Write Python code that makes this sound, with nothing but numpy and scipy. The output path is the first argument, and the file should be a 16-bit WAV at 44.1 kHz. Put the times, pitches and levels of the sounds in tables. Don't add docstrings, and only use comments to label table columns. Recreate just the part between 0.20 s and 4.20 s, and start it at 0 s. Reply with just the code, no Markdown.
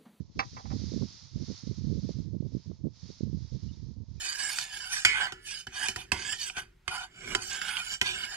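import sys
import numpy as np
from scipy import signal
from scipy.fft import rfft, irfft
from scipy.io import wavfile
from scipy.ndimage import uniform_filter1d, map_coordinates

SR = 44100
rng = np.random.default_rng(int(sys.argv[2]) if len(sys.argv) > 2 else 0)


def wav_out(sig):
    wavfile.write(sys.argv[1], SR, np.round(np.clip(np.atleast_2d(sig).T, -1, 1) * 32767).astype(np.int16))


N = 176400


def undb(db):
    return 10 ** (np.asarray(db) / 20)


def unit_rms(x):
    return x / np.sqrt(np.mean(x ** 2))


def colour(x, curve):
    hz, db = np.array(curve, float).T
    bins_hz = np.maximum(np.arange(N + 1) * SR / (2 * N), 1)
    gain = undb(np.interp(np.log(bins_hz), np.log(np.sort(hz)), db))
    return irfft(rfft(x, 2 * N) * gain)[..., :N]


def drift(rate_hz):
    hold = max(int(SR / rate_hz), 2)
    steps = np.repeat(rng.standard_normal(N)[:N // hold + 1], hold)
    return unit_rms(uniform_filter1d(steps, hold)[:N])


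def pan(left_minus_right_db):
    gains = undb([[left_minus_right_db / 2], [-left_minus_right_db / 2]])
    return gains / gains.mean()


def stereo(streams, common, spectrum):
    return unit_rms(colour(colour(streams[0], common) + streams[1:], spectrum))


# t/s, level/dB
HANDLING = [(0, -71.5), (.09, -74.5), (.16, -64), (.24, -56), (.38, -55.5), (.45, -58), (.58, -51.5),
            (.8, -52.5), (1, -54.5), (1.1, -60.5), (1.26, -51.5), (1.38, -51.5), (1.46, -56.5),
            (1.66, -58.5), (1.78, -61), (1.9, -56), (2.02, -62.5), (2.13, -73.5), (2.22, -71), (2.36, -64),
            (2.48, -65.5), (2.62, -73), (2.705, -75), (2.755, -62), (2.895, -55.5), (3, -60), (3.1, -68),
            (3.22, -61.5), (3.45, -63), (3.68, -68), (3.78, -75.5), (3.86, -75), (3.93, -68), (4, -68.5)]
# f/Hz, level/dB
SNAP_SPECTRUM = [(1500, -51.5), (2800, -22.5), (3500, -9.5), (4200, -2), (4900, 4), (6000, 1), (7000, -9.5),
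                 (10000, -11)]
RUB_SPECTRUM = [(300, -9.5), (600, -7.5), (950, -2), (1300, 4.5), (1550, 1), (2100, 4), (2800, 1),
                (4000, 2), (8000, -44)]
# f/Hz, level/dB
SNAP_COMMON = [(1000, 4), (2700, -9.5), (3200, 3), (3700, 3.5), (4300, 0.5), (5000, -7), (6000, -8.5),
               (8000, -1.5)]
NOISE_COMMON = [(300, -5.5), (900, 6), (1300, -4.5), (2500, -2), (3200, 3.5)]


def straw(t):
    peak_snaps_per_s, flutter_db = 9000, 0.76
    rub_slope, rub_pivot_db = 0.86, -66
    level_db = np.interp(t, *np.array(HANDLING).T) + flutter_db * drift(rate_hz=35)
    snaps_per_s = peak_snaps_per_s * undb((level_db - level_db.max()) / 2)
    sizes = undb(2.5 * np.minimum(rng.exponential(size=(3, N)), 4))
    fired = rng.random((3, N)) < snaps_per_s / SR
    snaps = fired * sizes * rng.choice([-1, 1], (3, N)) / np.sqrt(snaps_per_s)
    crackle = stereo(snaps, SNAP_COMMON, SNAP_SPECTRUM)
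    rub = stereo(rng.standard_normal((3, N)), NOISE_COMMON, RUB_SPECTRUM)
    rub_db = rub_pivot_db + rub_slope * (level_db - rub_pivot_db) - 10
    return crackle * undb(level_db + .5) * pan(-7) + rub * undb(rub_db) * pan(.5)


# t/s, length/s, level/dB, relative air speed
LEFT_GUSTS = [(.09, 0.022, -45.5, 0.91), (0.153, 0.0259, -42, 0.93), (0.247, 0.037, -41, 0.99),
              (0.322, 0.04, -46, 0.82), (0.362, 0.027, -41, 0.75), (0.526, 0.025, -36.5, 0.76),
              (0.799, 0.085, -51.5, 0.69), (0.939, 0.026, -48, 0.78), (1.14, 0.057, -48, 0.79),
              (1.464, 0.019, -51, 0.63), (1.82, 0.022, -43, 0.48), (1.94, 0.089, -53, 0.69),
              (2.501, 0.12, -62, 0.57), (2.67, .02, -56.5, 0.72)]
RIGHT_GUSTS = [(-.01, 0.02498, -27.5, 1.13), (0.162, 0.051, -33.5, 1.095), (0.316, 0.023, -41.5, 0.77),
               (0.348, 0.0312, -45.5, 0.87), (0.447, 0.071, -33.5, 0.82), (0.493, 0.0876, -30, .85),
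               (0.584, 0.1313, -32.5, 0.84), (0.716, 0.08654, -31.5, 0.98), (0.804, 0.05, -28, 1.2),
               (1.016, 0.06, -49, 0.66), (1.124, 0.031, -33.5, 0.7), (1.151, 0.045, -33, 1.016),
               (1.197, 0.04507, -31, 1.02), (1.278, 0.056, -34.5, 1.16), (1.432, 0.024, -36, 0.83),
               (1.469, 0.061, -31.5, 0.85), (1.566, 0.08, -34, 0.73), (1.636, 0.17, -28, 0.87),
               (1.823, 0.06, -31, .9), (1.889, .025, -27.5, 1.12), (1.937, 0.09684, -32.5, 0.89),
               (2.041, 0.09285, -35.5, 0.75), (2.121, 0.0556, -32, 1.09), (2.225, 0.06, -31.5, 0.91),
               (2.318, 0.06684, -33, 0.91), (2.461, 0.0757, -36, 0.88), (2.593, 0.045, -38, 0.86),
               (2.642, .044, -28.5, 1.26), (2.823, 0.04653, -38.5, 0.84), (2.89, 0.03025, -41, 0.97),
               (3.026, 0.1006, -32, 0.92), (3.133, 0.0487, -28.5, 0.79), (3.194, 0.08204, -34, 0.66),
               (3.32, 0.05, -27.5, 0.97), (3.423, 0.099, -31.5, 0.69), (3.509, 0.016, -32.5, 0.65),
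               (3.569, 0.18, -37.5, .68), (3.76, 0.082, -36, 0.63), (3.879, 0.13, -36.5, 0.56)]
# f/Hz, level/dB
EDDY_SPECTRUM = [(20, 2), (60, -3.5), (140, 3.5), (230, -4), (350, -14.5), (500, -22.5), (700, -35.5),
                 (1200, -73), (3000, -105)]
# f/Hz, gain/dB
EDDY_LOW_CUT = [(15, -45.5), (30, -27.5), (45, -14.5), (65, 4), (90, -6)]
PORT_RESPONSE = [(15, -48.5), (30, -29), (45, -1), (65, -8), (90, 1.5), (620, 0.5), (800, -7.5), (1200, 8)]


def wind(t, gusts, breeze_db):
    attack_s, release_s, wake_s, wake_db = 0.00995, 0.026, 0.037, -12
    breeze_speed, speed_spread, buffet_db = .65, .16, 1.5
    power = undb(breeze_db + 2 * buffet_db * drift(rate_hz=10)) ** 2
    weighted_speed = power * breeze_speed
    for start_s, length_s, db, speed in gusts:
        age_s = t - start_s
        edge = np.minimum(age_s / attack_s, (length_s - age_s) / release_s)
        gust_power = undb(db) ** 2 * np.clip((edge + 1) / 2, 0, 1) ** 3
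        wake = np.clip(age_s / length_s, 0, 1) * np.exp(-np.maximum(age_s - length_s, 0) / wake_s)
        wake_power = (undb(db + wake_db) * wake) ** 2
        power += gust_power + wake_power
        weighted_speed += gust_power * speed + wake_power * breeze_speed
    swirl = drift(rate_hz=170)
    travel = np.cumsum(weighted_speed / power * np.exp(speed_spread * swirl))
    eddies = colour(rng.standard_normal(N), EDDY_SPECTRUM)
    pressure = map_coordinates(eddies, [travel], mode="mirror")
    pressure = colour(pressure * undb(buffet_db * swirl), EDDY_LOW_CUT)
    window = int(0.021 * SR)
    local_power = uniform_filter1d(uniform_filter1d(pressure ** 2, window), window)
    fade_in = np.minimum(t / attack_s, 1)
    return colour(pressure * np.sqrt(power / local_power) * fade_in, PORT_RESPONSE)


# t/s, level/dB, f/Hz
STRONG_EDDIES = [(.007, -22, 131), (.512, -24.5, 122), (0.566, -22, 170), (0.721, -22, 195),
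                 (0.765, -20, 168.6), (.777, -24.5, 247), (0.833, -18.5, 155), (1.161, -22, 131.3),
                 (1.303, -25, 212.4), (1.475, -24.5, 165), (1.513, -23, 179), (1.647, -24, 137.3),
                 (1.727, -21, 174.5), (1.847, -24.5, 176.2), (1.893, -21.5, 288.2), (2.004, -21, 138),
                 (2.134, -28.5, 213), (2.167, -21.5, 144.5), (2.207, -18, 137), (2.226, -27.5, 250),
                 (2.351, -20, 189.4), (2.369, -21.5, 164), (2.642, -21, 165.5), (2.657, -21.5, 193.5),
                 (2.67, -21, 227), (2.904, -29.5, 230), (3.009, -23, 215.7), (3.035, -18, 169),
                 (3.131, -24, 173), (3.148, -20.5, 130)]


def thumps(t):
    pressure = np.zeros(N)
    for centre_s, db, hz in STRONG_EDDIES:
        pulse = 1 / (1 - 2j * np.pi * hz * (t - centre_s) / 3) ** 4
        rotation = np.exp(2j * np.pi * rng.random())
        pressure += undb(db) * (rotation * pulse).real
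    return colour(pressure, PORT_RESPONSE)


# t/s, level/dB, treble/dB
BLOWS = [(0.1917, -20.5, -2.5), (.222, -33, -16), (0.367, -33.5, -19.5), (.392, -39, -29),
         (.454, -40.5, -32.5), (.501, -40.5, -25), (.512, -35.5, -28)]
# delay/s, level/dB
CONTACTS = [(0, -0.5), (.0038, -5.5), (.0095, -1)]
# f/Hz, level/dB, t60/s
MODES = [(480, -16, .18), (788, -2, .21), (1006, -2, .16), (1130, -4, .13), (1215, 0, .11), (1354, -4, .13),
         (1497, -10, .1), (1592, -8, .11), (1767, -11, .11), (1888, -11, .11), (1987, -8, .11),
         (2110, -8, .12), (2296, 6.5, .045), (2549, -6, .11), (2660, 2, .07)]
# f/Hz, level/dB
CRACK_SPECTRUM = [(200, -13.5), (550, -7), (780, 5), (1100, 6), (1500, -1), (1950, 6.5), (2330, -1.5),
                  (2700, -8.5), (3100, -18), (4000, -9), (4700, -5.5), (5600, -9.5), (7000, -31),
                  (10000, -31)]
# f/Hz, gain/dB
KNOCK_LEFT_EQ = [(400, -2.5), (2700, -13.5), (3300, 6), (4700, -1.5), (6500, 6.5)]


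def knocks(t):
    contact_s, damping_s, crack_t60_s, right_lag_s = 0.0019, .052, .055, .00043
    out = np.zeros(N)
    for start_s, db, treble_db in BLOWS:
        age_s = np.maximum(t - start_s, 0)
        ring = sum(undb(mode_db - 60 * age_s / t60_s) * np.sin(2 * np.pi * (hz * age_s + rng.random()))
                   for hz, mode_db, t60_s in MODES)
        ring *= np.minimum(age_s / contact_s, 1) * np.exp(-(age_s / damping_s) ** 2)
        crack_power = np.zeros(N)
        for delay_s, contact_db in CONTACTS:
            decay_db = 60 * np.maximum(age_s - delay_s, 0) / crack_t60_s
            crack_power += (t > start_s + delay_s) * undb(contact_db - decay_db) ** 2
        crack = unit_rms(colour(rng.standard_normal(N), CRACK_SPECTRUM)) * np.sqrt(crack_power)
        hit = undb(db - 6.5) * ring + undb(db - 2.5) * crack
        out += colour(hit, [(700, 0), (6000, treble_db)])
    return np.array([colour(out, KNOCK_LEFT_EQ), np.interp(t - right_lag_s, t, out)])


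# t/s, length/s, start f/Hz, end f/Hz, level/dB
BIRD_PEEPS = [(3.478, 0.034, 2960, 2910, -67), (3.52, 0.033, 3648, 3770, -64.5),
              (3.972, 0.032, 2533, 2300, -74)]


def bird(t):
    out = np.zeros(N)
    waver = 1 + .025 * drift(rate_hz=500)
    for start_s, length_s, from_hz, to_hz, db in BIRD_PEEPS:
        progress = np.clip((t - start_s) / length_s, 0, 1)
        pitch_hz = waver * (from_hz + (to_hz - from_hz) * progress)
        out += undb(db) * np.sin(np.pi * progress) * np.sin(2 * np.pi * np.cumsum(pitch_hz) / SR)
    return out * undb(3 * drift(rate_hz=150)) * pan(-5)


# f/Hz, level/dB
FIELD_SPECTRUM = [(40, 8), (120, 1), (350, 6), (650, 4), (790, -4.5), (950, 4), (1600, -18.5),
                  (3000, -18.5), (6000, -9), (10000, -20.5)]


def field():
    return stereo(rng.standard_normal((3, N)), NOISE_COMMON, FIELD_SPECTRUM) * undb(-77.5)


def scene():
    t = np.arange(N) / SR
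    left_wind = wind(t, LEFT_GUSTS, breeze_db=-68.5)
    right_wind = wind(t, RIGHT_GUSTS, breeze_db=-60) + thumps(t)
    return straw(t) + np.array([left_wind, right_wind]) + knocks(t) + bird(t) + field()


# f/Hz, gain/dB
MIC_RESPONSE = [(6800, 1.5), (7350, -5.5), (7700, -17), (8000, -37), (8500, -17), (9300, -14.5),
                (10000, -32.5)]


def record(dry):
    cutoff_hz = 9800
    lowpass = signal.ellip(8, .2, 70, cutoff_hz, fs=SR, output="sos")
    return signal.sosfilt(lowpass, colour(dry, MIC_RESPONSE))


dry = scene()
out = record(dry)
wav_out(out)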